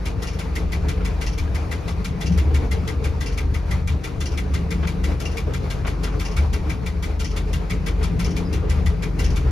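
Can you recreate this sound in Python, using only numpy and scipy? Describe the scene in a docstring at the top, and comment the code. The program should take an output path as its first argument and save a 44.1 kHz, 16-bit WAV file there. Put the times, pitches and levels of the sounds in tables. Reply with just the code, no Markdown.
"""Driver's cab of an electric rack railway car

A cog wheel hums on the rack at a tooth rate that sags slightly; motor and gears drone through floor and panels.
A clockwork speed recorder ticks six times a second; once a second a lever drops, with a faint rebound.
Knocks come from under the floor, and one faint squeak falls late on.
Hums are wavering tones, rumble and roar shaped noise, blows noise bursts that ring damped modes.
"""
import sys
import numpy as np
from scipy import signal
from scipy.fft import rfft, irfft, next_fast_len
from scipy.io import wavfile
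from scipy.ndimage import uniform_filter1d, map_coordinates

SR = 44100
rng = np.random.default_rng(int(sys.argv[2]) if len(sys.argv) > 2 else 0)


def dump_mix(stems):
    """Bounce the given channels to the path in sys.argv[1] as a 16-bit WAV at rate SR."""
    frames = np.atleast_2d(stems).T  # one column per channel
    limited = np.clip(frames, -1, 1)  # hard clip at full scale
    pcm = np.round(limited * 32767).astype(np.int16)
    wavfile.write(sys.argv[1], SR, pcm)


N = 419391


def amp(db):
    """Gain of a level in dB."""
    return 10 ** (np.asarray(db) / 20)


def unit(x):
    """x at rms 1."""
    return x / np.sqrt(np.mean(x ** 2) + 1e-20)


def along(points, hz):
    """Interpolate (Hz, value) points on a log frequency axis."""
    f, v = np.transpose(points)
    return np.interp(np.log(hz + 1), np.log(f + 1), v)


def curves(rows):
    """One value per sample for each column after the time."""
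    s, *cols = np.transpose(rows)
    return [np.interp(np.arange(N) / SR, s, c) for c in cols]


def wobble(rate_hz):
    """Smooth random curve, rate_hz knots a second."""
    knots = rng.standard_normal(int(N * rate_hz / SR) + 4)
    return map_coordinates(knots, [np.arange(N) * rate_hz / SR])


def filtered(x, response):
    """x through a complex response of frequency, zero-padded."""
    m = next_fast_len(N + SR // 2)
    return irfft(rfft(x, m) * response(np.fft.rfftfreq(m, 1 / SR)), m)[..., :N]


def coloured(x, spectrum):
    """x through a smooth (Hz, dB) spectrum."""
    return filtered(x, lambda hz: amp(along(spectrum, hz)))


def patches(shape, bins, frames):
    """Smooth random field over frequency and time, rms 1."""
    field = uniform_filter1d(rng.standard_normal(shape), bins, 0)
    return unit(uniform_filter1d(field, frames, 1))


def noise(spectrum, patchy_db):
    """Two unrelated noises, rms 1 over the pair, whose loudness comes in patches."""
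    z = signal.stft(rng.standard_normal((2, N)), nperseg=512)[2]
    z = z * amp(patchy_db * patches(z.shape[1:], 5, 8))
    lumpy = signal.istft(z, nperseg=512)[1][:, :N]
    return unit(coloured(lumpy, spectrum))


def resonant(modes):
    """Two unrelated noises ringing in narrow resonances, rms 1 over the pair."""
    def power(hz):
        return sum(amp(db) ** 2 / (1 + (2 * (hz - c) / w) ** 2) ** 2 for c, w, db in modes)
    return unit(filtered(rng.standard_normal((2, N)), lambda hz: np.sqrt(power(hz))))


def hums(modes):
    """Two unrelated sets of driven resonances, each a tone wavering across its width; rms 1 over the pair."""
    def tone(hz, width):
        cycles = np.cumsum(hz + .5 * width * wobble(width)) / SR
        return np.sin(2 * np.pi * (cycles + rng.random()))
    return unit(np.array([sum(amp(db) * tone(hz, width) for hz, width, db in modes) for _ in range(2)]))


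# gear shaft speed: start_s, speed_turns_per_s
SHAFT = [(0, 7.97), (3, 7.77), (4, 7.62), (9.51, 7.58)]
# hum of cog teeth meeting the rack: start_s, level_db
COG = [(0, -32), (1.05, -25), (1.7, -39), (2.05, -27.5), (2.55, -33.5), (3.4, -25.5), (4.3, -31),
       (6.2, -25.5), (6.9, -30), (7.4, -23.5), (9.51, -24.5)]
# components of the tooth rate: multiple, mean_level_db
COG_ORDERS = [(1, -2.5), (1.5, -10.5), (2, -13), (3, -17.5)]
TEETH_PER_TURN = 6.32  # rack teeth met per shaft turn


def cog():
    """Tooth rate and its multiples follow the shaft; uneven teeth waver pitch and level."""
    tooth_hz = TEETH_PER_TURN * curves(SHAFT)[0] + 1.245 * wobble(4)
    phase = 2 * np.pi * np.cumsum(tooth_hz) / SR
    orders = sum(amp(db + 2.5 * wobble(4)) * np.sin(k * phase) for k, db in COG_ORDERS)
    return np.sqrt(2) * amp(curves(COG)[0]) * orders


# floor boom level: start_s, level_db
BOOM = [(0.0, -34), (0.18, -21), (0.32, -40), (0.58, -26), (2.15, -28.5), (2.41, -17.5), (3.04, -27.5),
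        (3.15, -20.5), (3.26, -28), (3.34, -25), (3.84, -27.5), (3.94, -19), (4.02, -32), (4.55, -21.5),
        (4.58, -27), (5.01, -30), (5.03, -21), (5.19, -26), (6.33, -32), (6.41, -17), (6.46, -20.5),
        (7.49, -31), (7.55, -20), (7.63, -33), (8.16, -24.5), (8.26, -27.5), (8.9, -20), (9.0, -38),
        (9.24, -20), (9.51, -21)]
# floor resonances: freq_hz, width_hz, level_db
FLOOR = [(41.2, 2.7, -14), (54.05, 8, -7), (62.65, 6, -5.5), (70.63, 6, 2), (75.96, 6, 2),
         (86.4, 17, -11.5)]
# rumble spectrum: freq_hz, level_db_per_hz
RUMBLE = [(12, -40), (24, 2), (32, 4.5), (40, -2), (70, 11.5), (110, 2), (200, -6.5), (300, -18),
          (500, -72)]
RUMBLE_DB, RUMBLE_FOLLOWS = -1.5, .33  # dB re mean boom; share of the boom's dB swings followed


def floor_boom():
    """Shaken floor: low resonances over a rumble that partly follows their level."""
    boom_db = curves(BOOM)[0]
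    mean_db = boom_db.mean()
    rumble_db = RUMBLE_DB + mean_db + RUMBLE_FOLLOWS * (boom_db - mean_db)
    boom = amp(boom_db + .2 * wobble(3.5)) * hums(FLOOR)
    return boom + amp(rumble_db) * noise(RUMBLE, patchy_db=3)


# panel drumming level: start_s, level_db
DRUM = [(0.0, -41), (0.02, -37.5), (1.08, -32.5), (1.19, -41), (2.17, -30.5), (2.27, -32), (2.3, -19),
        (2.51, -44.5), (2.83, -28.5), (2.91, -39.5), (3.63, -40.5), (3.71, -31), (4.08, -40), (4.85, -26),
        (5.09, -31.5), (5.14, -39), (7.05, -36), (7.12, -42.5), (7.84, -27.5), (7.92, -38.5), (8.18, -25.5),
        (8.58, -31), (9.3, -30.5), (9.51, -44)]
# panel resonances: freq_hz, width_hz, level_db
PANELS = [(149.7, 5, -8), (171.5, 8, -0.5), (180.9, 9, -6), (200.5, 6.5, -9.5)]


def panel_drumming():
    """Shaken cab panels drum as wavering resonances."""
    return amp(curves(DRUM)[0] + 1.22 * wobble(7.3)) * hums(PANELS)


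# motor hum level: start_s, level_db
MOTOR_LEVEL = [(0, -50), (2, -40), (2.5, -38), (4.5, -38.5), (5.1, -52), (5.5, -31), (6.5, -45), (7.5, -56),
               (8.6, -35), (9.51, -34.5)]
# motor hum: freq_hz, width_hz, level_db
MOTOR = [(126.8, 4, 0)]


def motor_hum():
    """One motor tone wavering in pitch and level."""
    return amp(curves(MOTOR_LEVEL)[0] + wobble(3.9)) * hums(MOTOR)


SHAFT_START_TURNS = .18  # past the tight spot at 0 s


def mesh_throb():
    """The gear mesh tightens once a shaft turn: a cosine of the turn, -1 to 1."""
    return np.cos(2 * np.pi * (np.cumsum(curves(SHAFT)[0]) / SR + SHAFT_START_TURNS))


# rolling levels: start_s, housing_db, roar_db
ROLL = [(0.0, -39, -38.5), (2.07, -41.5, -39), (2.51, -36, -38), (3.58, -43.5, -40), (4.74, -37.5, -39.5),
        (5.11, -38.5, -37.5), (6.65, -40, -39), (9.16, -37, -38.5), (9.51, -33.5, -39.5)]
# gearbox housing resonances: freq_hz, width_hz, level_db
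GEARS = [(258, 31.6, -3.5), (282.7, 10.2, -2), (310.4, 30, -3), (348.6, 23, -7), (391.4, 14, -4),
         (496.5, 20, -9.5), (534, 17, -12.5)]
# rolling roar spectrum: freq_hz, level_db_per_hz
ROAR = [(150, -15), (250, -3.5), (500, -3.5), (700, -5), (1200, -9.5), (1800, -16), (2400, -15),
        (3100, -25), (4500, -23.5), (7000, -30.5), (9500, -35.5), (12500, -42), (15700, -46)]


def gearbox_and_roar():
    """Noise rings the gearbox housing, broad noise makes the rolling roar; both throb with the mesh."""
    housing_db, roar_db = curves(ROLL)
    throb = mesh_throb()
    housing = amp(housing_db + .85 * throb + 1.25 * wobble(15) + 1.26 * wobble(4.6)) * resonant(GEARS)
    roar = amp(roar_db + throb + 1.68 * wobble(20)) * noise(ROAR, patchy_db=1.5)
    return housing + roar


# gear tone levels: start_s, lower_db, upper_db
WHINE = [(0, -53, -43.5), (.9, -40.5, -50), (1.5, -50, -47.5), (2.6, -41.5, -43.5), (3.1, -44.5, -41.5),
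         (3.75, -51, -49), (4.3, -45, -49), (5.4, -44.5, -44), (6.2, -42, -54), (7.3, -44, -53),
         (8.4, -40.5, -46), (9.51, -43.5, -48)]
# lower gear tone: freq_hz, width_hz, level_db
LOWER_GEAR = [(432, 14, 0), (415, 20, -8)]
# upper gear tone: freq_hz, width_hz, level_db
UPPER_GEAR = [(460, 11, 0), (478, 20, -6.5)]


def gear_whine():
    """Two wavering gear tones, throbbing with the mesh."""
    lower_db, upper_db = curves(WHINE)
    throb = mesh_throb()
    lower = amp(lower_db + 6 * throb + 1.5 * wobble(18)) * hums(LOWER_GEAR)
    upper = amp(upper_db + 2.8 * throb + 2.5 * wobble(12)) * hums(UPPER_GEAR)
    return lower + upper


# decay in the cab air: freq_hz, t60_s
CAB = [(500, 0.65), (2200, 0.29), (5000, 0.19), (12000, 0.14)]
LEAD_IN_S = .03  # before a blow, parts may already scrape
RATTLE_S = .0086  # parts rattle on this long after a blow before the sound fades


def bursts(count, ragged_db):
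    """A fresh pair of ragged noises per blow, steady while it rattles, then each frequency dies in the cab."""
    hz, t, z = signal.stft(rng.standard_normal((count, 2, SR // 3)), SR, nperseg=128)
    fading = amp(-60 * np.maximum(t - LEAD_IN_S - RATTLE_S, 0) / along(CAB, hz)[:, None])
    ragged = np.array([amp(ragged_db * patches(z.shape[2:], 3, 6)) for _ in range(count)])
    return signal.istft(z * fading * ragged[:, None], SR, nperseg=128)[1]


DAMPED_ABOVE_HZ = 2600  # higher modes die faster in proportion to pitch
DETUNE = .003  # rms pitch ratio shift: where each blow lands


def metal_ring(modes, metal_db, t60_s):
    """Impulse response of struck metal: damped sines, a few ms slow to speak."""
    t = np.arange(SR // 8) / SR
    ring = 0
    for hz, mode_db in modes:
        level_db = mode_db + along(metal_db, hz) + rng.normal(0, 1.2)
        decay_db = 60 * t / t60_s * max(1, hz / DAMPED_ABOVE_HZ)
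        ring = ring + amp(level_db - decay_db) * np.sin(2 * np.pi * hz * rng.normal(1, DETUNE) * t)
    return ring * (1 - np.exp(-t / .0049))


GRAIN_DB, GRAINS_PER_S = 1.2, 350  # the rattle is a run of small uneven contacts
RING_DRIVE_T60_S = .14  # the rattle stops driving the metal sooner than its echo leaves the cab


def clockwork(events, rises_s, clicks_db, modes, t60_s, spectrum, snap_db, ring_db):
    """Each (start_s, peak_db, metal_db) event scrapes up to a blow; its rattle rings the metal."""
    snaps, rings = np.zeros((2, N + SR)), np.zeros((2, N + SR))
    grain_db = GRAIN_DB * np.tile(wobble(GRAINS_PER_S), 2)
    noises = bursts(count=len(events), ragged_db=1.5)
    for (s, db, metal_db), rise_s, click_db, heard in zip(events, rises_s, clicks_db, noises):
        since_s = np.arange(heard.shape[1]) / SR - LEAD_IN_S
        # the scrape swells into a rounded top
        swell_db = -20 * (np.minimum(since_s, 0) / rise_s) ** 2
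        heard = heard * amp(swell_db + grain_db[round(s * SR):][:len(since_s)])
        heard[:, round(LEAD_IN_S * SR)] += amp(click_db + rng.normal(0, 2.5))

        ring = metal_ring(modes, metal_db, t60_s)
        drive = heard * amp(-60 * np.maximum(since_s - RATTLE_S, 0) / RING_DRIVE_T60_S)
        rung = signal.fftconvolve(drive, ring[None], axes=1)
        # like blows put like energy into the metal
        energy = np.linalg.norm(ring) * np.linalg.norm(drive, axis=1)
        rung = rung * (energy / np.linalg.norm(rung, axis=1))[:, None]

        start = round((s - LEAD_IN_S) * SR)
        snaps[:, start:start + heard.shape[1]] += amp(db + snap_db) * heard
        rings[:, start:start + rung.shape[1]] += amp(db + ring_db) * rung
    return coloured(snaps[:, :N], spectrum) + rings[:, :N]


# clockwork beats, relative levels: start_s, peak_db, lower_case_ring_db, upper_case_ring_db
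TICKS = [(0.0585, -26.5, -16.5, -7), (0.2262, -27, -7, -17), (0.3924, -27.0, -8, -11),
         (0.5575, -25, -0.5, -13), (0.7236, -26, -3, -3), (0.8876, -24, -9, -10), (1.0514, -26.5, -6, -8),
         (1.2166, -25.5, -8, -9), (1.3826, -26.5, -18, -4), (1.5488, -28, -2, -11), (1.7155, -26, -1, -10),
         (1.8811, -27.5, -7, -14), (2.048, -25.5, -14, -10), (2.2133, -26.5, -5, -15),
         (2.3789, -26.5, -5, -12), (2.5461, -26, -5, -9), (2.7146, -26, 0.5, -17), (2.8783, -25.5, -2, -16),
         (3.044, -26.5, -9, -6), (3.2118, -27, -1.5, -15), (3.3785, -26, -9, -5), (3.545, -29, -1, -8),
         (3.7122, -27.0, 1, -14), (3.8774, -27, -6, -6), (4.0416, -25.5, -9, -7), (4.2099, -25.5, -9, -17),
         (4.3774, -26.5, -3, -7), (4.5414, -26, -3, -11), (4.7092, -27.0, -3, -4), (4.8746, -26, -8, -6),
         (5.041, -26, -6, -11), (5.2055, -27, -17, -16), (5.3732, -26, -16, -2), (5.5383, -26.5, -4, -12),
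         (5.7055, -25.5, -10, -11), (5.8709, -26, -3, -6), (6.0367, -24.5, -13, -24),
         (6.2014, -25, -12, -7.0), (6.3678, -25, -12, -2), (6.5334, -25.5, -11, -11), (6.6984, -28, -5, -3),
         (6.8643, -27.5, -5, -5.5), (7.0296, -25.5, -8, -8.5), (7.2011, -25.5, -17, -11),
         (7.3668, -25.5, -17, -9), (7.5336, -24.5, -8, -18), (7.7012, -26, -1, -7), (7.8661, -24.5, -5, -8),
         (8.0324, -25.5, -16, -11), (8.1985, -25.5, -11, -10), (8.367, -27, -17, -6),
         (8.5317, -26, -18, -18), (8.6989, -25.5, -7, -9), (8.8624, -27, 0.5, -14), (9.0267, -27, -7, -5),
         (9.1949, -24, -8, -12), (9.3619, -26, -17, -5)]
# recorder case modes: freq_hz, level_db
CASE = [(1270, -4), (1385, 1.5), (1610, 0), (1954, -9.5), (2005, 4), (2078, 6.5), (2160, 4), (2240, 6.5),
        (2290, 8), (2398, 7), (2804, -0.5), (3520, 0.5), (5310, 2), (8450, 1), (9500, -1)]
# beat contact spectrum: freq_hz, level_db_per_hz
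SNAP = [(300, -33), (900, 1.5), (1800, -2.5), (3000, 1.5), (5000, -1.5), (7000, -2), (9500, -6.5),
        (12500, -14), (15700, -9)]
BEATS_A_ROUND = 6  # the second beat of each round lifts the lever
CASE_T60_S, CASE_RING_DB = .034, -6.5  # ring_db: the remaining modes


def ticks():
    """Clockwork beats snap and ring the recorder case; a lever-lifting beat scrapes longer."""
    events = [(s, db, [(1750, CASE_RING_DB), (2050, lower), (2340, upper), (2650, CASE_RING_DB)])
              for s, db, lower, upper in TICKS]
    lifting = np.arange(len(TICKS)) % BEATS_A_ROUND == 1
    return clockwork(events, np.where(lifting, .009, .006), np.full(len(TICKS), 8.5),
                     CASE, CASE_T60_S, SNAP, snap_db=-4.5, ring_db=-22.5)


# lever drops, relative levels: start_s, peak_db, main_mode_ring_db
DROPS = [(.273, -28.5, -11), (1.2665, -27, -12), (2.263, -28, -7), (3.263, -28, -6), (4.259, -28, -9),
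         (5.256, -29, 1), (6.2515, -28, -5), (7.247, -27, -17), (8.247, -26.5, -16), (9.2445, -26.5, -17)]
# faint rebound, offsets from its drop: delay_s, peak_db, ring_db
REBOUND = (.062, -8.5, -7)
# lever modes: freq_hz, level_db
LEVER = [(2010, 4), (2370, 4), (2810, 9.5), (4700, 2), (5310, 8), (5750, -14), (6130, -2)]
# lever contact spectrum: freq_hz, level_db_per_hz
CLACK = [(600, -23), (1500, -13.5), (3000, 0.5), (3700, -10), (5500, 2), (6500, -3), (7500, -12.5),
         (10000, -12), (12500, -26), (15700, -21)]
LEVER_T60_S, LEVER_RING_DB = .016, -7  # ring_db: the remaining modes


def lever_drops():
    """A falling lever clacks and rings, then rebounds with a slower rise and a weaker click."""
    falls = np.concatenate([DROPS, np.add(DROPS, REBOUND)])
    events = [(s, db, [(2500, LEVER_RING_DB), (2810, main), (3200, LEVER_RING_DB)])
              for s, db, main in falls]
    firm = np.arange(len(falls)) < len(DROPS)
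    return clockwork(events, np.where(firm, .005, .009), np.where(firm, 14, 3),
                     LEVER, LEVER_T60_S, CLACK, snap_db=-.1, ring_db=-15.5)


# knocks under the floor, thud and scratch before trim:
# start_s, thud_db, thud_and_scratch_t60_s, scratch_db, panel_ring_hz, ring_db
KNOCKS = [(0.454, -38, 0.092, -34, 910, -38), (.845, -39, 0.079, -33, 930, -33),
          (.873, -25, 0.32, -43, 486, -46), (0.968, -29, 0.17, -35, 476, -33),
          (1.005, -30, 0.27, -30, 1370, -36), (1.475, -40, 0.1, -35, 1640, -39),
          (2.505, -33, 0.11, -30, 775, -34), (2.637, -40, .22, -38, 433, -36),
          (3.145, -32, 0.12, -47, 900, -34), (4.324, -21, .14, -31, 790, -38),
          (4.826, -37, 0.19, -21.5, 1350, -33), (5.105, -30, 0.099, -32, 795, -33),
          (5.468, -18.5, 0.34, -33, 596, -27), (5.847, -46, 0.24, -21.5, 1370, -36),
          (6.073, -36, 0.16, -27, 1420, -37), (6.822, -20, 0.054, -28, 450, -42),
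          (7.615, -40, .12, -32, 900, -42), (8.009, -24.5, 0.24, -30, 417, -27),
          (8.625, -18, .35, -34, 1195, -35), (8.674, -27, .12, -32, 400, -37),
          (9.206, -20.5, 0.21, -47, 408, -46)]
# thud spectrum: freq_hz, level_db_per_hz
THUD = [(200, -20), (450, 9.5), (650, -13), (900, -13), (1400, -20), (3000, -57)]
# scratch spectrum: freq_hz, level_db_per_hz
SCRATCH = [(500, 2), (900, 2), (1380, 4), (1800, -3.5), (2800, -5), (4500, -17.5), (6500, -23),
           (14000, -48)]
THUD_TRIM_DB, SCRATCH_TRIM_DB, KNOCK_RING_T60_S = -6.5, -6, .06


def knocks():
    """Running-gear blows: a low noise puff, gritty scratch and a short damped sine of the struck panel."""
    low, high, ring = np.zeros(N + SR), np.zeros(N + SR), np.zeros(N + SR)
    t = np.arange(SR // 2) / SR
    for s, thud_db, t60_s, scratch_db, hz, ring_db in KNOCKS:
        span = slice(round(s * SR), round(s * SR) + len(t))
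        decay_db = -60 * t / t60_s
        low[span] += amp(thud_db + THUD_TRIM_DB + decay_db) * (1 - np.exp(-t / .0074))
        high[span] += amp(scratch_db + SCRATCH_TRIM_DB + decay_db) * (1 - np.exp(-t / .004))
        ring_env = amp(ring_db - 60 * t / KNOCK_RING_T60_S) * (1 - np.exp(-t / .0021))
        ring[span] += ring_env * np.sin(2 * np.pi * hz * t)
    thud = low[:N] * noise(THUD, patchy_db=2.5)
    grit = amp(3 * wobble(200))
    scratch = high[:N] * grit * noise(SCRATCH, patchy_db=1.2)
    # gains into the channels' shared and own parts
    return thud + scratch + ring[:N] * np.array([[1.6], [.4]])


# squeak: start_s, pitch_hz, level_db
SQUEAK = [(8.435, 5060, -90), (8.45, 5050, -48), (8.472, 5060, -48), (8.49, 4920, -54), (8.525, 4880, -55),
          (8.54, 4870, -100)]


def squeak():
    """One faint falling sine, blurred by fast random level."""
    hz, db = curves(SQUEAK)
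    blur = np.array([1 + .8 * wobble(350), .8 * wobble(350)])
    return amp(db) * blur * np.sin(2 * np.pi * np.cumsum(hz) / SR)


# left-right likeness: freq_hz, likeness_0_to_1
ALIKE = [(60, .99), (130, .95), (290, .8), (640, .25), (1500, .3), (3000, .6), (5500, .55), (7000, .75),
         (7900, .99), (8400, .99), (9800, .82), (11000, .99), (12000, .99), (13000, .7), (14400, .99)]
# phase by which the left channel leads: freq_hz, lead_rad
LEAD = [(0, 0), (2300, 0), (2700, .9), (3800, 0), (5200, .8), (5700, 0), (7000, -1.5), (8100, -3.14),
        (10800, -6.15), (12100, -6.3), (14500, -9.4), (16000, -9.6)]
# left over right level: freq_hz, level_db
LEFT = [(60, 0), (110, 5.5), (200, 2.5), (380, 0), (700, 3), (1290, 1.5), (2380, 3.5), (4400, 3),
        (8120, -0.5), (15000, 1)]


def stereo_image(pair):
    """Stereo image: left-right likeness, level difference and phase vary with pitch."""
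    def angle(hz):
        return np.arccos(np.clip(along(ALIKE, hz), 0, 1)) / 2

    side = np.array([[.5], [-.5]])

    def channel_response(hz):
        lead_rad = np.interp(hz, *np.transpose(LEAD))
        return amp(side * along(LEFT, hz)) * np.exp(1j * side * lead_rad)

    shared, own = filtered(pair, lambda hz: np.array([np.cos(angle(hz)), np.sin(angle(hz))]))
    return filtered(np.array([shared + own, shared - own]), channel_response)


def scene():
    """Drone, ticking speed recorder, knocks and squeak in two channels."""
    drone = cog() + floor_boom() + panel_drumming() + motor_hum() + gearbox_and_roar() + gear_whine()
    return stereo_image(drone + ticks() + lever_drops() + knocks() + squeak())


TOP_HZ = 15850


def record(dry):
    """Brick-wall low-pass: nothing from TOP_HZ up."""
    return filtered(dry, lambda hz: hz < TOP_HZ)


dry = scene()
out = record(dry)
dump_mix(out)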